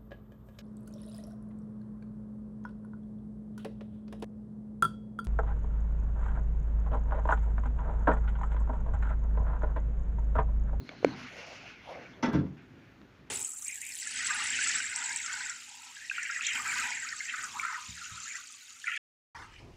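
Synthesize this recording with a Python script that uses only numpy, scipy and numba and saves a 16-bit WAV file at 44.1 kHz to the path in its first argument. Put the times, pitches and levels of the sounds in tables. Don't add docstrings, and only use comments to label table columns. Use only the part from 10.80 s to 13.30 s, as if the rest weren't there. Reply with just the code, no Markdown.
import sys
import numpy as np
from scipy import signal
from scipy.fft import rfft, irfft
from scipy.io import wavfile
from scipy.ndimage import uniform_filter1d
from numba import njit

SR = 44100
rng = np.random.default_rng(int(sys.argv[2]) if len(sys.argv) > 2 else 0)


def volts_from_decibels(level):
    exponent = np.asarray(level, float) / 20
    return 10 ** exponent


def wav_out(sig):
    wavfile.write(sys.argv[1], SR, np.round(np.clip(np.atleast_2d(sig).T, -1, 1) * 32767).astype(np.int16))


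N = 110250

# start_s, hiss_db, treble_tilt_db_per_octave, airy_edge_db
DOOR_SLIDE = [(.03, -66.5, 9.5, -70), (.12, -53, -2, -99), (.2, -58, -1, -87), (.27, -46, -5, -74),
              (.34, -51, -1, -82), (.4, -48.5, -0.5, -68.5), (.47, -49, 1, -75), (.57, -49.5, 4.5, -70),
              (.65, -47.5, 3, -75), (.72, -50, 5.5, -76), (.8, -51.5, 2.5, -84), (.89, -49.5, 1, -81),
              (.98, -58, -1, -105), (1.04, -57, -5, -78), (1.11, -56, 3.5, -70), (1.16, -54.5, -5.5, -85),
              (1.32, -57.5, -2, -96), (1.42, -67, -13.5, -94)]
# pitch_hz, width_hz, level_db
RAIL_RESONANCES = [(1473, 420, 4.5), (2175, 210, 7.5), (2830, 860, 2), (4400, 520, 0), (6070, 480, -1.5)]
# pitch_hz, level_db_per_hz
RAIL_WASH = [(410, -6.5), (800, -10), (1430, -3), (2900, 0), (3400, -16.5), (5870, -8.5), (8200, -59),
             (10800, -38), (15000, -42)]
# pitch_hz, width_hz, level_db
AIRY_EDGE = [(9700, 1600, 1), (11370, 900, 2)]
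# start_s, level_db, pitch_hz
SHOE_SCUFF = [(.05, -73, 600), (.13, -53, 630), (.21, -76, 500), (.33, -50, 800), (.46, -77, 600),
              (.52, -56.5, 540), (.59, -50.5, 490), (.65, -55, 634), (.73, -50.5, 600), (.78, -60, 600),
              (.86, -56, 600), (1.0, -103, 600), (1.055, -60.5, 800), (1.085, -46.5, 680),
              (1.125, -42.5, 580), (1.14, -46.5, 627), (1.23, -53, 475), (1.3, -63.5, 457)]
# start_s, level_db, pitch_hz
ROLLER_SONG = [(.255, -65, 4160), (.34, -54, 4120), (.37, -82, 3000), (.41, -56, 2200), (.55, -65, 2400),
               (.66, -64, 2320), (.76, -59.5, 2650), (.83, -54, 2560), (.89, -53, 2580), (.94, -58, 2500),
               (1.0, -56.5, 2020), (1.07, -70, 2120), (1.15, -51.5, 2200), (1.22, -65, 2250),
               (1.27, -53, 2280), (1.3, -85, 2870), (1.34, -61, 3400), (1.4, -92, 3400)]
# start_s, body_db, tick_db, panel_db
KNOCKS = [
    (0.092, -38, -61, -47.5),
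    (.229, -26.5, -61, -55),
    (0.2466, -4.5, -8, -30),
    (0.2647, -37, -68, -26.5),
    (.281, -37, -55, -31.5),
    (.31, -69, -60, -40.5),
    (1.77, -61, -53, -82),
    (2.202, -72, -75, -47),
    (2.212, -64, -70, -57),
]
# pitch_hz, level_db, t60_s
TICK_MODES = [(1480, -4, 0.016), (2250, 1, 0.008), (3560, -13, 0.0037), (4300, -11.5, 0.0094),
              (7050, -6.5, 0.0018), (12000, -14, .004)]
# pitch_hz, level_db, t60_s
PANEL_MODES = [(122, -23, 0.2), (200, -6, 0.097), (246, -13.5, 0.11), (270, 1, 0.076), (307, 0.5, 0.065)]
# start_s, latch_db, leaf_db, cabin_db
CLOSING_CONTACTS = [(1.4262, -23.5, -33.5, -61), (1.4355, -29, -46, -58), (1.439, -47, -23, -55),
                    (1.4463, -28.5, -27, -57), (1.483, -36, -24, -38), (1.519, -40, -33, -42),
                    (1.532, -30, -37, -24.5), (1.548, -33.5, -24.5, -20.5), (1.583, -41, -36, -21),
                    (1.605, -52, -28, -33.5), (1.64, -52.5, -34, -30.5), (1.658, -51, -60, -38.5)]
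# pitch_hz, level_db, t60_s
LATCH_MODES = [(855, -3, 0.18), (904, 0.5, 0.15), (988.5, 1, 0.17), (1308, 3.5, 0.074), (1190, -18, .15),
               (1357, -2, 0.14), (2690, -16, 0.028), (1510, 1.5, 0.085), (1980, -0.5, 0.14),
               (2050, 5.5, 0.066), (3430, -7, 0.13), (4850, -14, 0.038), (5420, -18, 0.044),
               (6100, -19, 0.063)]
# pitch_hz, level_db, t60_s
LEAF_MODES = [(233.4, 0, 0.12), (284.6, -4, 0.19), (421, -11.5, 0.18), (504, -16, 0.12), (554, -15.5, 0.16),
              (673, -22, .15)]
# pitch_hz, level_db, t60_s
CABIN_MODES = [(40, -25, .2), (68.6, -16, 0.28), (94, -8.5, 0.24), (145, -2.5, 0.18), (189.2, -5.5, 0.27),
               (248, -5, 0.14), (305, -1.5, 0.14), (394, -23, 0.072), (451, -22, 0.079)]
# pitch_hz, level_db, t60_s
SPRING_MODES = [(5800, -6, .06), (8460, 1, .015), (11900, -3, 0.045)]
# pitch_hz, level_db_per_hz
RATTLE_COLOUR = [(100, -27), (264, -3.5), (693, -17.5), (1340, -13.5), (2950, -25), (5280, -29),
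                 (8500, -48.5), (12000, -34), (14000, -61)]
# pitch_hz, level_db, t60_s
CATCH_MODES = [(1490, -1.5, 0.0079), (2250, -1, 0.02), (3440, -4.5, 0.011), (4520, -9, 0.0086),
               (6560, -14, .005)]
# pitch_hz, level_db, t60_s
SNAP_MODES = [(600, -4, 0.0064), (1600, 5.5, .003), (3680, -2, 0.0034), (6000, -18, 0.0017)]
# start_s, level_db
SHUDDERS = [(.308, -52), (.328, -49), (.345, -39), (.369, -40), (.408, -43), (0.429, -44), (0.445, -46),
            (.475, -55)]
# pitch_hz, level_db, t60_s
HANGER_MODES = [(137, -8, 0.13), (201, -4, 0.083), (250, 0.5, 0.11), (277, -5.5, 0.11)]
# start_s, level_db
PLATE_CLASHES = [
    (1.4257, -48),
    (1.432, -39),
    (1.458, -46),
    (1.486, -53.5),
]
# pitch_hz, level_db, t60_s
PLATE_MODES = [(3305, 0, 0.042), (4750, -5, .05), (5360, 2, 0.032), (5960, -2, 0.053), (6080, -11, 0.034)]
# start_s, level_db, pitch_hz, t60_s
LOOSE_PARTS = [
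    (1.429, -33, 908, .25),
    (1.434, -36, 966, .15),
    (1.5481, -21, 299, 0.073),
    (1.5823, -27.5, 285, .1),
    (1.638, -31, 270, .07),
    (1.517, -40, 1600, 0.11),
    (1.545, -51.5, 5800, .08),
    (1.576, -45, 1600, 0.13),
    (1.705, -38, 145, 0.3),
]
# start_s, level_db
CREEP_LEVEL = [(1.765, -92), (1.771, -60), (1.83, -61.5), (1.87, -66.5), (2.0, -64.5), (2.1, -64),
               (2.2, -69), (2.5, -67)]
# pitch_hz, width_hz, level_db
CREEP_RESONANCES = [(1450, 410, 7), (2500, 1060, 2)]
# pitch_hz, level_db_per_hz
VENTILATION = [(25, -12.5), (60, -4.5), (120, -6), (247, -6.5), (525, -15.5), (2500, -26), (5000, -34.5),
               (8000, -41), (15000, -44.5)]
# start_s, level_db
RUMBLE_SWELL = [(0, -43.5), (.06, -56.5), (.2, -51), (.3, -43.5), (.45, -61.5), (.52, -56.5), (1.0, -66.5),
                (1.2, -56.5), (1.38, -55.5), (1.75, -57.5), (1.95, -56.5), (2.15, -68.5), (2.27, -55.5),
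                (2.34, -86), (2.44, -52), (2.5, -90)]
# pitch_hz, width_hz, level_db
SHAFT_RESONANCES = [(125, 44.4, -1), (264, 89.5, -0.5), (331, 58, -3), (386, 21, -5)]
# pitch_hz, level_db
WHINE = [(12349, -99)]
# pitch_hz, level_db
MIC_TREBLE = [(6900, -0.5), (7500, -8), (8200, -9)]
# centre_s, level_db
TREBLE_SAGS = [(.16, -15), (.352, -11), (.458, -17), (.65, -15), (.948, -3), (1.312, -2), (1.715, -8),
               (1.8, -8)]

TIME_S = np.arange(N) / SR
SCATTER_DB = 2.5


def rms_one(x):
    return x / np.sqrt(np.mean(x ** 2) + 1e-20)


def in_time(rows):
    s, *columns = np.transpose(rows)
    return [np.interp(TIME_S, s, column) for column in columns]


def low_pass(x, order, hz):
    return signal.sosfilt(signal.butter(order, hz, fs=SR, output="sos"), x)


def high_pass(x, order, hz):
    return signal.sosfilt(signal.butter(order, hz, "high", fs=SR, output="sos"), x)


def drift(rate_hz):
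    r = np.exp(-80 * np.pi * rate_hz / SR)
    noise = rng.standard_normal(N // 40 + 2002)
    slow = signal.lfilter([1], [1, -2 * r, r * r], noise)[2000:]
    return np.interp(np.arange(N) / 40, np.arange(len(slow)), rms_one(slow - slow.mean()))


def strikes(s, db):
    clicks = np.full(N, 1e-18)
    clicks[(np.asarray(s) * SR).astype(int)] = volts_from_decibels(np.asarray(db))
    return clicks


def ring(clicks, hz, t60_s):
    r = np.exp(-np.log(1000) / (t60_s * SR))
    w = 2 * np.pi * hz / SR
    return signal.lfilter([0, np.sin(w)], [1, -2 * r * np.cos(w), r * r], clicks)


def struck(s, db, modes, scatter_db):
    luck_db = scatter_db * rng.standard_normal((len(s), len(modes)))
    rung = 0
    for k, (hz, level_db, t60_s) in enumerate(modes):
        rung = rung + (-1) ** k * ring(strikes(s, db + level_db + luck_db[:, k]), hz, t60_s)
    return rung


def shaken(s, db, modes):
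    chatter_t60_s = 0.041
    fall = np.exp(-np.log(1000) / (chatter_t60_s * SR))
    burst = signal.lfilter([1], [1, -fall], strikes(s, db)) * np.sqrt(1 - fall ** 2)
    return sum(volts_from_decibels(level_db) * ring(burst * rng.standard_normal(N), hz, t60_s)
               for hz, level_db, t60_s in modes)


def resonant(x, peaks):
    return sum((-1) ** k * volts_from_decibels(db) * signal.lfilter(*signal.iirpeak(hz, hz / width_hz, SR), x)
               for k, (hz, width_hz, db) in enumerate(peaks))


def bands(spectrum):
    edges = 22 * 2 ** np.arange(0, 9.6, 1 / 3)
    edges = edges[edges > spectrum[0][0] * .7]
    mids = np.sqrt(edges[1:] * edges[:-1])
    white = rng.standard_normal((2, N))
    hz, db = np.transpose(spectrum)
    parts = []
    for k, mid in enumerate(mids):
        band = signal.butter(2, edges[k:k + 2], "band", fs=SR, output="sos")
        level = volts_from_decibels(np.interp(np.log(mid), np.log(hz), db))
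        parts.append(level * signal.sosfilt(band, white[k % 2]))
    parts = np.array(parts)
    return mids, parts / np.std(parts.sum(axis=0))


def patchy(spectrum, patchy_db, rate_hz, tilt_db=0):
    mids, parts = bands(spectrum)
    together = drift(rate_hz)
    noise = 0
    for hz, part in zip(mids, parts):
        flicker_db = patchy_db * (.5 * together + drift(rate_hz))
        octaves = np.log2(max(hz, 700) / 2200)
        noise = noise + part * volts_from_decibels(flicker_db + tilt_db * octaves)
    return noise


def friction():
    grains_per_s, spread_db = 5400, 2
    size_db = spread_db * np.minimum(rng.exponential(1, N), 5)
    return volts_from_decibels(size_db) * rng.choice([-1, 1], N) * (rng.random(N) < grains_per_s / SR)


@njit
def moving_peak(x, hz, r, step):
    y = np.zeros(len(x))
    for i in range(2, len(x)):
        y[i] = x[i] - x[i - 2] + 2 * r * np.cos(step * hz[i]) * y[i - 1] - r * r * y[i - 2]
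    return y


def wandering_friction(hz, width_hz):
    r, step = np.exp(-np.pi * width_hz / SR), 2 * np.pi / SR
    return moving_peak(moving_peak(friction(), hz, r, step), hz, r, step)


def knocks():
    s, body_db, tick_db, panel_db = np.transpose(KNOCKS)
    push = signal.lfilter(np.hanning(30) / 13.2, 1, strikes(s - .0003, body_db + 4.5))
    body = high_pass(ring(push, hz=466, t60_s=0.011), 2, 360)
    tick = low_pass(struck(s, tick_db - 8, TICK_MODES, 0.85), 1, 4830)
    return tick + struck(s, panel_db, PANEL_MODES, SCATTER_DB) - body


def rattle(s, latch_db):
    level_db, rise_s, t60_at_1khz_s, t60_slope = -5.5, 0.0093, 0.26, -0.62
    rise = np.exp(-1 / (rise_s * SR))
    power = signal.lfilter([1 - rise], [1, -rise], strikes(s, 2 * latch_db))
    noise = 0
    for hz, part in zip(*bands(RATTLE_COLOUR)):
        t60_s = t60_at_1khz_s * (hz / 1000) ** t60_slope
        fall = np.exp(-2 * np.log(1000) / (t60_s * SR))
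        noise = noise + part * np.sqrt(signal.lfilter([1], [1, -fall], power))
    return volts_from_decibels(level_db) * noise


def closing():
    s, latch_db, leaf_db, cabin_db = np.transpose(CLOSING_CONTACTS)
    latch = shaken(s, latch_db - 14.5, LATCH_MODES)
    spring = shaken([1.528], -45, SPRING_MODES)
    leaf = struck(s, leaf_db, LEAF_MODES, SCATTER_DB)
    thud = low_pass(struck(s, cabin_db, CABIN_MODES, SCATTER_DB), 2, 500)
    return low_pass(latch + spring + leaf + thud + rattle(s, latch_db), 1, 9000)


def slide():
    hiss_db, tilt_db, air_db = in_time(DOOR_SLIDE)
    scuff_db, scuff_hz = in_time(SHOE_SCUFF)
    moving = np.interp(TIME_S, [.02, .06, 1.42, 1.5], [0, 1, 1, 0])
    flutter_db = 1.5 * drift(20)
    rail = rms_one(resonant(resonant(friction(), RAIL_RESONANCES), RAIL_RESONANCES))
    rail = volts_from_decibels(-1.5 + flutter_db) * rail + patchy(RAIL_WASH, 3.23, 4.7, tilt_db)
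    air = rms_one(resonant(resonant(rng.standard_normal(N), AIRY_EDGE), AIRY_EDGE))
    scuff = rms_one(wandering_friction(scuff_hz, width_hz=427))
    scuff = volts_from_decibels(scuff_db + 0.54 * drift(26)) * scuff
    return moving * (volts_from_decibels(hiss_db - 3) * rail + volts_from_decibels(air_db) * air + scuff)


def roller():
    level_db, hz = in_time(ROLLER_SONG)
    sung = wandering_friction(hz, width_hz=490)
    return volts_from_decibels(level_db) * sung / np.sqrt(uniform_filter1d(sung ** 2, size=4000))


def small_parts():
    snap = sum(ring(strikes([2.2162], -47.5 + level_db), hz, t60_s) for hz, level_db, t60_s in SNAP_MODES)
    loose = sum(ring(strikes([at_s], level_db), hz, t60_s) for at_s, level_db, hz, t60_s in LOOSE_PARTS)
    plate = shaken(*np.transpose(PLATE_CLASHES), PLATE_MODES)
    s, db = np.transpose(SHUDDERS)
    hangers = struck(s, db, HANGER_MODES, SCATTER_DB)
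    catch = struck([.0917], -32, CATCH_MODES, 0)
    return loose + plate + hangers + low_pass(catch - snap, 2, 6500)


def creep():
    return volts_from_decibels(in_time(CREEP_LEVEL)[0]) * rms_one(resonant(friction(), CREEP_RESONANCES))


def hum():
    swell_db, = in_time(RUMBLE_SWELL)
    rumble_level = volts_from_decibels(swell_db + 2.0 * drift(5.4))
    rumble = rumble_level * rms_one(resonant(rng.standard_normal(N), SHAFT_RESONANCES))
    return volts_from_decibels(-58.5) * patchy(VENTILATION, 0.86, 10) + rumble


def electrical_whine():
    (hz, db), = WHINE
    return volts_from_decibels(db + 10.0 + 1.5 * drift(6)) * np.sin(2 * np.pi * hz * TIME_S)


def scene():
    return (knocks() + closing() + slide() + hum() + creep() + roller() + small_parts())[None]


def microphone(dry):
    dry = high_pass(dry, 2, 40)
    hz = np.arange(N // 2 + 1) * SR / N
    return irfft(rfft(dry) * volts_from_decibels(np.interp(hz, *np.transpose(MIC_TREBLE))), N)


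def sag_treble(x):
    half_s, from_hz = 0.01, 7500
    sag_db = sum(db * np.clip(1.5 - abs(TIME_S - s) / half_s, 0, 1) for s, db in TREBLE_SAGS)
    treble = signal.sosfiltfilt(signal.butter(2, from_hz, "high", fs=SR, output="sos"), x)
    return x - treble * (1 - volts_from_decibels(sag_db))


def top_cut(x):
    return signal.sosfilt(signal.butter(12, 15500, fs=SR, output="sos"), x)


def record(dry):
    mix = sag_treble(microphone(dry) + electrical_whine())
    return top_cut(mix)


dry = scene()
out = record(dry)
wav_out(out)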